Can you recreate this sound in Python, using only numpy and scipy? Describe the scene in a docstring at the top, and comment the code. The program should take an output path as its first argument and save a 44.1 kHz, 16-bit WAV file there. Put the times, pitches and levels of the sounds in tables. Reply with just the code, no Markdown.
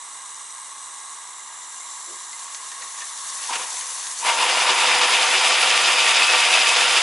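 """On a workbench with walls around it, a small live steam locomotive is started by hand.
Shaped noise makes the gas burner's roar in the flue, a leaking fitting's hiss and the steam rush.
The valve gear ticks as clicks with ringing metal, and a short low hum is a wavering tone.
Single puffs leave the chimney, then the wheels spin and the exhaust beats merge into a loud rush:
noise ringing in the chimney, swelling four times a wheel turn, with breathy notes on top."""
import sys
import numpy as np
from scipy import signal
from scipy.fft import rfft, irfft, next_fast_len
from scipy.io import wavfile

SR = 44100
rng = np.random.default_rng(int(sys.argv[2]) if len(sys.argv) > 2 else 0)


def pcm_store(signal):
    """Save signal as 16-bit PCM."""
    levels = np.round(np.clip(np.atleast_2d(signal), -1, 1) * 32767)
    wavfile.write(sys.argv[1], SR, levels.astype(np.int16).T)


N = 309582   # length in samples

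# burner roar over time: t/s, level/dB
BURNER = [(0, -43), (2.4, -42.5), (3.4, -40), (4.2, -41.5)]
# spectrum of the flame noise: f/Hz, density/dB per Hz (relative)
BURNER_COLOUR = [(35, -72), (60, -55), (110, -45), (316, -28), (504, -27.5), (631, -24.5), (680, -22.5),
                 (1120, -7), (1490, -20), (1630, -18), (2010, -12.5), (2660, -25.5), (3860, -19),
                 (5200, -26), (6760, -52), (11400, -120)]
# resonances of the flue: f/Hz, width/Hz, lift/dB
FLUE = [(1090.6, 60, 5.5), (936, 240, 6), (1625, 48, 11), (2070, 90, 1), (2844, 88, 12)]
BURNER_TILT_DB = -0.43   # brightness, dB per octave

# leaking fitting over time: t/s, hiss level/dB, whistle f/Hz, whistle level/dB
LEAK = [(0, -40, 8170, -43.5), (1.15, -39.5, 8220, -44.5), (1.4, -41, 7480, -46.5),
        (1.95, -38, 7420, -41.5), (2.4, -40.5, 7560, -45), (3.0, -37, 7600, -55)]
# spectrum of the leak hiss: f/Hz, density/dB per Hz (relative)
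LEAK_COLOUR = [(1760, -50), (3000, -21.5), (3810, -10), (4590, -21.5), (6170, -9), (7580, -13.5),
               (7880, -6.5), (8340, -7), (9270, -12.5), (10700, -9), (11400, -17), (14800, -59),
               (22000, -120)]
# resonances of the leak: f/Hz, width/Hz, lift/dB
LEAK_PEAKS = [(3980, 150, 3), (5930, 340, 4.5), (7060, 100, 12.5), (7370, 120, 8), (8550, 44, 5)]

# short low hum: start of its peak, hold and slopes in s; then pitch, level, share of noise, pitch waver
HUM_S, HUM_HOLD_S, HUM_RISE_S, HUM_FALL_S = 2.085, 0.06, 0.018, 0.025
HUM_HZ, HUM_DB, HUM_RUB_DB, HUM_WAVER = 355, -51, -3, 0.03

# ticks of valve gear and lever: t/s, rattle level/dB, ring f/Hz, ring level/dB
TICKS = [(1.3945, -62, 2040, -63), (1.804, -60, 2116, -56.5), (2.33, -54, 2060, -58),
         (2.5468, -47, 1960, -54), (2.7178, -49.5, 1840, -60), (2.8218, -51, 1900, -57),
         (2.987, -54, 1840, -59), (3.005, -55, 1870, -55), (3.02, -50, 1810, -51.5),
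         (3.556, -45, 2820, -52), (3.7682, -50, 2160, -54), (3.81, -51, 3000, -62), (4.069, -46, 1840, -58),
         (4.968, -50, 2060, -50), (5.148, -44, 2040, -48), (5.86, -46, 2060, -53)]
# ringing modes of the brass: f/Hz, level/dB, time to die by 60 dB/s
BRASS = [(3770, -8, 0.018), (4360, -7, .02), (6430, 1, 0.023), (6900, -3.5, 0.021), (9050, -14, 0.018)]
CLICK_DB = 29.5   # height of the click's peak above the rattle setting

# steam through the regulator over time: t/s, level/dB
REGULATOR = [(1.4, -39), (1.9, -41), (2.85, -40), (3.15, -37.5), (3.35, -32), (3.9, -32), (4.2, -32.5),
             (4.3, -29), (5.3, -28.5), (7.02, -28)]
# spectrum of the regulator steam: f/Hz, density/dB per Hz (relative)
REGULATOR_COLOUR = [(880, -50), (1500, -9), (1730, -2), (2500, -13.5), (3630, -3), (4050, -6.5), (6460, 1),
                    (8400, -3.5), (9700, 2), (10900, 1), (11400, -1), (14800, -41), (22000, -120)]
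# resonances of valve and pipes: f/Hz, width/Hz, lift/dB
REGULATOR_PEAKS = [(3560, 130, 1), (4860, 410, -0.5), (4380, 140, 7.5), (5680, 47, 7.5), (6130, 30, 11),
                   (6620, 39, 7), (7140, 60, -1), (7490, 72, 12), (8030, 150, 7.5), (9450, 114, 1.5),
                   (9730, 110, -5.5), (10580, 77, -10.5)]
REGULATOR_PUFF_DB = -13.5   # share of each puff heard at the valve

# spinning wheels, four exhaust beats a turn: t/s, speed/turns per s
WHEELS = [(4.27, 1.7), (4.6, 2.7), (5.0, 2.95), (5.6, 3.15), (7.02, 3.53)]
SPIN_S, SPIN_UP_S = 4.33, 0.065   # when the beats set in, and how long they take to reach full swing
# how deeply the beat swings each pitch range: f/Hz, swing/dB for a beat value of 1
BEAT_DEPTH = [(400, 0.6), (1500, -0.64), (3000, 0.5), (6000, 2), (12000, -3.5)]
SLOW_BEAT_DB, MERGING_S = 1, 0.45   # extra swing of the first slow beats, and how fast it fades

# steady exhaust flow up the chimney: t/s, level/dB
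EXHAUST = [(2.3, -51), (3.2, -58), (3.47, -41), (4.2, -46.5), (4.3, -25.5), (4.355, -25), (4.385, -20.5),
           (4.9, -18), (5.4, -18), (7.02, -18)]
# spectrum of the exhaust: f/Hz, density/dB per Hz (relative)
EXHAUST_COLOUR = [(18, -80), (30, -79), (101, -43), (326, -20), (369, -14.5), (429, -17), (498, -9.5),
                  (563, -15), (926, -6), (1680, -5), (2570, 0), (4220, -8), (5020, -9.5), (9820, -20.5),
                  (11400, -26), (14800, -53), (22000, -120)]
# resonances of chimney pipe and smokebox: f/Hz, width/Hz, lift/dB
CHIMNEY = [(204, 37, 4.5), (267.5, 27, 6), (382, 28, 6), (499, 59, 6.5), (642, 114, 8), (753, 70, 9),
           (931, 66, 9), (1175, 27, 11), (1381, 105, 5.5), (1803, 8.3, 7.5), (1865, 8.3, 7.5),
           (2080, 25, 2), (2368, 34, 5), (2600, 160, 1.5), (2856, 51, 5.5), (3590, 320, 4.5),
           (4700, 65, 4.5), (4900, 80, 6), (5120, 110, 7)]
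# single puffs before the beats merge:
# peak t/s, rise/s, hold/s, fall/s, level/dB, flue note level/dB, brightness/dB per octave
PUFFS = [(2.827, 0.018, .001, 0.026, -41, -62, -2.5), (3.015, .04, .001, 0.018, -40, -51, 1),
         (3.507, 0.0052, .004, .008, -28, -30, -3), (3.536, 0.01, .001, 0.011, -25, -29, 1.5),
         (3.557, 0.009, .001, 0.015, -23, -43, -2.5), (3.597, 0.014, 0.016, 0.066, -33, -45, -2.5),
         (4.259, 0.019, .04, .018, -19.5, -26.5, -0.3)]
FLUE_LEAD_S = 0.011   # the flue note comes this much ahead of its puff
# breathy notes of the blast: f/Hz, filter width/Hz, wet level/dB, dry level/dB (against the flow)
NOTES = [(955, 210, -5.5, -22), (2586, 61, -30, -9), (3180, 320, -19, -16), (5000, 290, -16.5, -22)]
DRYING_S, DRIED_S = 4.26, 6.26   # the wet exhaust turns dry between these times
WET_TILT_DB, DRY_TILT_DB = -0.6, 0.62   # brightness of the steady flow, dB per octave

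# stereo width of the quiet sources: f/Hz, side against middle/dB
SPREAD = [(60, -11), (120, -10), (220, -12), (420, 5), (820, -10), (1570, -6.5), (3010, -10.5), (5780, -12),
          (11100, -22.5)]
# stereo width of the exhaust: f/Hz, side against middle/dB
EXHAUST_SPREAD = [(60, -14), (120, -16), (220, -15), (420, -15), (820, -20.5), (1570, -15), (3010, -16),
                  (5780, -13), (11100, -5)]
# fixed stereo lean of the flame roar and steam hiss: f/Hz, left over right/dB
LEAN = [(60, -0.5), (170, -0.5), (480, -0.5), (1380, -0.5), (3910, 0), (11100, 0)]
# moving balance of the whole scene, echoes included: t/s, left over right/dB
PAN = [(0, -1), (1.7, -0.6), (2.6, -0.28), (3.7, 1.4), (5.0, 0.5), (7.02, 0.3)]

SHED_T60_S, SHED_DB = 0.3, -16   # echoes: time to die by 60 dB, and strength against the direct sound
CUTOFF_HZ = 11010   # the treble ends here


def from_db(db):
    """Turn a level in dB into a gain."""
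    return 10 ** (np.asarray(db) / 20)


def rms_one(x):
    """Scale a sound to an rms (average strength) of 1."""
    return x / np.sqrt(np.mean(x ** 2) + 1e-20)


def in_time(rows):
    """Draw each table column as a line in time, held beyond its ends."""
    s, *columns = np.transpose(rows)
    return [np.interp(np.arange(N) / SR, s, column) for column in columns]


def at_hz(points, hz):
    """Read a spectrum table at any frequency, on a log-frequency axis."""
    table = np.array(points)
    return np.interp(np.log(hz), np.log(table[:, 0]), table[:, 1])


def drift(rate):
    """Chance wavering around a rate per second, with rms 1."""
    step = 40   # computed once every 40 samples, then joined by straight lines
    wander = signal.butter(1, [rate / 3 * step, rate * step], "band", fs=SR, output="sos")
    slow = signal.sosfilt(wander, rng.standard_normal(N // step + 2002))[2000:]   # settled part
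    return np.interp(np.arange(N) / step, np.arange(len(slow)), rms_one(slow))


def swell(peak_s, rise_s, hold_s, fall_s):
    """Exponential rise to 1, a hold, then an exponential fall."""
    t = np.arange(N) / SR - peak_s
    rise = t / max(rise_s, 1e-3)
    fall = -np.maximum(t - hold_s, 0) / max(fall_s, 1e-3)
    return np.exp(np.where(t < 0, rise, fall))


def ring(clicks, hz, t60):
    """A struck part: each unit click sets off a dying sine that starts with height 1."""
    shrink = from_db(-60 / (t60 * SR))   # loss per sample
    w = 2 * np.pi * hz / SR
    return signal.lfilter([0, np.sin(w)], [1, -2 * shrink * np.cos(w), shrink ** 2], clicks + 1e-18)


def jet(colour, peaks, spread, shared_db, own_db, flutter_db, tilt=0, beat=0):
    """Turbulent noise through resonances; octave bands waver together and alone, tilted about 1.5 kHz."""
    size = next_fast_len(N)
    hz = np.maximum(np.arange(size // 2 + 1) * SR / size, 1)
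    lifts = sum(db / (1 + (2 * (hz - f) / width) ** 2) for f, width, db in peaks)
    shape_db = at_hz(colour, hz) + lifts

    mid, side = rfft(rng.standard_normal((2, size))) * from_db(shape_db)
    side = side * from_db(at_hz(spread, hz))
    lean = from_db(at_hz(LEAN, hz) / 2)
    pair = np.array([(mid + side) * lean, (mid - side) / lean])
    pair = pair / np.std(irfft(mid, size))

    together_db = shared_db * drift(12.0) + flutter_db * drift(160)   # surges and droplets
    place = np.clip(np.log2(hz / 1500), -3, 3)   # octaves away from 1.5 kHz
    out = 0
    for octave in range(-3, 4):
        share = np.clip(1 - abs(place - octave), 0, 1)   # neighbouring bands cross-fade
        band = irfft((pair * share).astype(np.complex64), size)[:, :N]
        beat_db = beat * at_hz(BEAT_DEPTH, 1500 * 2. ** octave)
        out = out + band * from_db(together_db + own_db * drift(11.7) + tilt * octave + beat_db)
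    return out


def shed(x):
    """Echoes off bench and walls: a dying noise, alike in both ears, added to the direct sound."""
    t = np.arange(round(.3 * SR)) / SR
    echoes = rng.standard_normal(len(t)) * from_db(-60 * t / SHED_T60_S)
    echoes = echoes * (t > .008)   # the first echo needs 8 ms to arrive
    echoes = from_db(SHED_DB) * echoes / np.sqrt(np.sum(echoes ** 2))
    return x + signal.fftconvolve(x, echoes[None], axes=1)[:, :N]


def burner():
    """Flame roar: turbulent noise lifted by the resonances of the flue."""
    roar = jet(BURNER_COLOUR, FLUE, SPREAD, shared_db=-0.24, own_db=0.5, flutter_db=0.87,
               tilt=BURNER_TILT_DB)
    return from_db(in_time(BURNER)[0]) * roar


def leak():
    """A thin steam jet with a broad whistling band that sinks as the hand comes near."""
    level_db, whistle_hz, whistle_db = in_time(LEAK)
    low_pass = signal.butter(4, 350, fs=SR, output="sos")
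    band = rms_one(signal.sosfilt(low_pass, rng.standard_normal((2, N))))
    turn = 2 * np.pi * np.cumsum(whistle_hz) / SR
    whistle = band[0] * np.cos(turn) + band[1] * np.sin(turn)   # noise band around the moving centre
    hiss = jet(LEAK_COLOUR, LEAK_PEAKS, SPREAD, shared_db=0.54, own_db=0.6, flutter_db=-1.5)
    return from_db(level_db) * hiss + from_db(whistle_db) * whistle


def hum():
    """A low tone of wavering pitch with a weak overtone and a rub of noise."""
    turn = 2 * np.pi * np.cumsum(HUM_HZ * (1 + HUM_WAVER * drift(40))) / SR
    rub_band = signal.butter(2, [300, 600], "band", fs=SR, output="sos")
    rub = rms_one(signal.sosfilt(rub_band, rng.standard_normal(N)))
    tone = np.sin(turn) + from_db(-13) * np.sin(2 * turn) + from_db(HUM_RUB_DB) * rub
    return from_db(HUM_DB) * swell(HUM_S, HUM_RISE_S, HUM_HOLD_S, HUM_FALL_S) * tone


def ticks():
    """Each tick is a sharp click, a rattle in the brass modes and a ring of the touched part."""
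    out = np.zeros(N + SR)
    t = np.arange(round(.08 * SR)) / SR
    draws = rng.standard_normal((len(TICKS), len(t)))
    click = np.gradient(np.exp(-((t - 2e-4) / 5e-5) ** 2))   # slope of a very short bump
    click = click / click.max()
    for (s, rattle_db, ring_hz, ring_db), noise in zip(TICKS, draws):
        rattle = noise * np.exp(-t / 0.0045)
        body = sum(from_db(level_db) * ring(rattle, f, t60) for f, level_db, t60 in BRASS)
        tick = from_db(rattle_db + CLICK_DB) * click
        tick = tick + from_db(rattle_db) * body
        tick = tick + from_db(ring_db) * ring(rattle, ring_hz, 0.061)
        at = round(s * SR)
        out[at:at + len(t)] += tick
    return signal.sosfilt(signal.butter(2, 700, "high", fs=SR, output="sos"), out[:N])


def beats(lag_turns, uneven):
    """Four swells a wheel turn, every second one stronger; still until the wheels spin."""
    t = np.arange(N) / SR
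    speed = in_time(WHEELS)[0] * (t > WHEELS[0][0])
    turn = 2 * np.pi * (np.cumsum(speed) / SR - lag_turns)
    spinning = np.clip((t - SPIN_S) / SPIN_UP_S, 0, 1)
    return spinning * (np.cos(4 * turn) + uneven * np.cos(2 * turn))


def regulator(puffs):
    """Bright rush through the valve and pipes, throbbing as the cylinders draw steam."""
    opening = np.clip((np.arange(N) / SR - REGULATOR[0][0]) / 1.0, 0, 1)   # fades in over 1 s
    hiss = jet(REGULATOR_COLOUR, REGULATOR_PEAKS, SPREAD, shared_db=-0.36, own_db=1.74, flutter_db=1.1)
    throb_db = 1.0 * beats(lag_turns=0.25, uneven=0.93)
    steady = opening * from_db(in_time(REGULATOR)[0] + throb_db)
    power = steady ** 2 + from_db(REGULATOR_PUFF_DB) ** 2 * puffs.sum(0)
    return np.sqrt(power) * hiss


def dryness():
    """0 while the exhaust is wet, 1 once it is dry."""
    return np.clip((np.arange(N) / SR - DRYING_S) / (DRIED_S - DRYING_S), 0, 1)


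def flow():
    """Loudness of the steady exhaust flow; the first slow beats stand out before they merge."""
    t = np.arange(N) / SR
    fading = np.exp(-np.maximum(t - SPIN_S, 0) / MERGING_S)
    gate = np.clip((t - EXHAUST[0][0]) / 0.089, 0, 1)
    beat_db = SLOW_BEAT_DB * fading * beats(lag_turns=0.0027, uneven=0.63)
    return gate * from_db(in_time(EXHAUST)[0] + beat_db)


def puff_power():
    """Power of each single puff of steam in time, one row a puff."""
    return np.array([(from_db(db) * swell(*shape)) ** 2 for *shape, db, _, _ in PUFFS])


def notes(steady):
    """Breathy pitches: noise twice through each resonance rides the flow; puffs sound the flue."""
    levels = []
    for _, _, wet_db, dry_db in NOTES:
        note_db = wet_db + (dry_db - wet_db) * dryness() + 1.9 * drift(3.2)   # shifts and wavers
        levels.append(steady * from_db(note_db))
    # the first note is the flue's, which each puff sounds too
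    flue = sum(from_db(db) * swell(s - FLUE_LEAD_S, *shape) for s, *shape, _, db, _ in PUFFS)
    levels[0] = levels[0] + flue
    out = 0
    for (hz, width, _, _), level in zip(NOTES, levels):
        tone = rng.standard_normal(N)
        for _ in range(2):
            tone = signal.lfilter(*signal.iirpeak(hz, hz / width, fs=SR), tone)
        out = out + level * rms_one(tone)
    return out


def exhaust(steady, puffs):
    """Exhaust blast ringing in the chimney: flow and puffs, the louder one setting the brightness."""
    power = steady ** 2 + puffs.sum(0) + 1e-12
    flow_tilt = WET_TILT_DB + (DRY_TILT_DB - WET_TILT_DB) * dryness()
    puff_tilts = np.array(PUFFS)[:, -1]
    tilt = (steady ** 2 * flow_tilt + puff_tilts @ puffs) / power   # average weighted by power
    blast = jet(EXHAUST_COLOUR, CHIMNEY, EXHAUST_SPREAD, shared_db=1.0, own_db=0.66, flutter_db=0.96,
                tilt=tilt, beat=beats(lag_turns=0.0029, uneven=0.4))
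    return np.sqrt(power) * blast


def scene():
    """All sources and their echoes, with the left-right balance swinging slowly."""
    pan_db = in_time(PAN)[0]
    steady, puffs = flow(), puff_power()
    dry = burner() + leak() + hum() + ticks() + regulator(puffs) + notes(steady) + exhaust(steady, puffs)
    return shed(dry) * from_db([pan_db / 2, -pan_db / 2])


def record(dry):
    """A steep low-pass filter cuts the top of the treble."""
    return signal.sosfilt(signal.ellip(16, .5, 88, CUTOFF_HZ, fs=SR, output="sos"), dry)


dry = scene()
out = record(dry)
pcm_store(out)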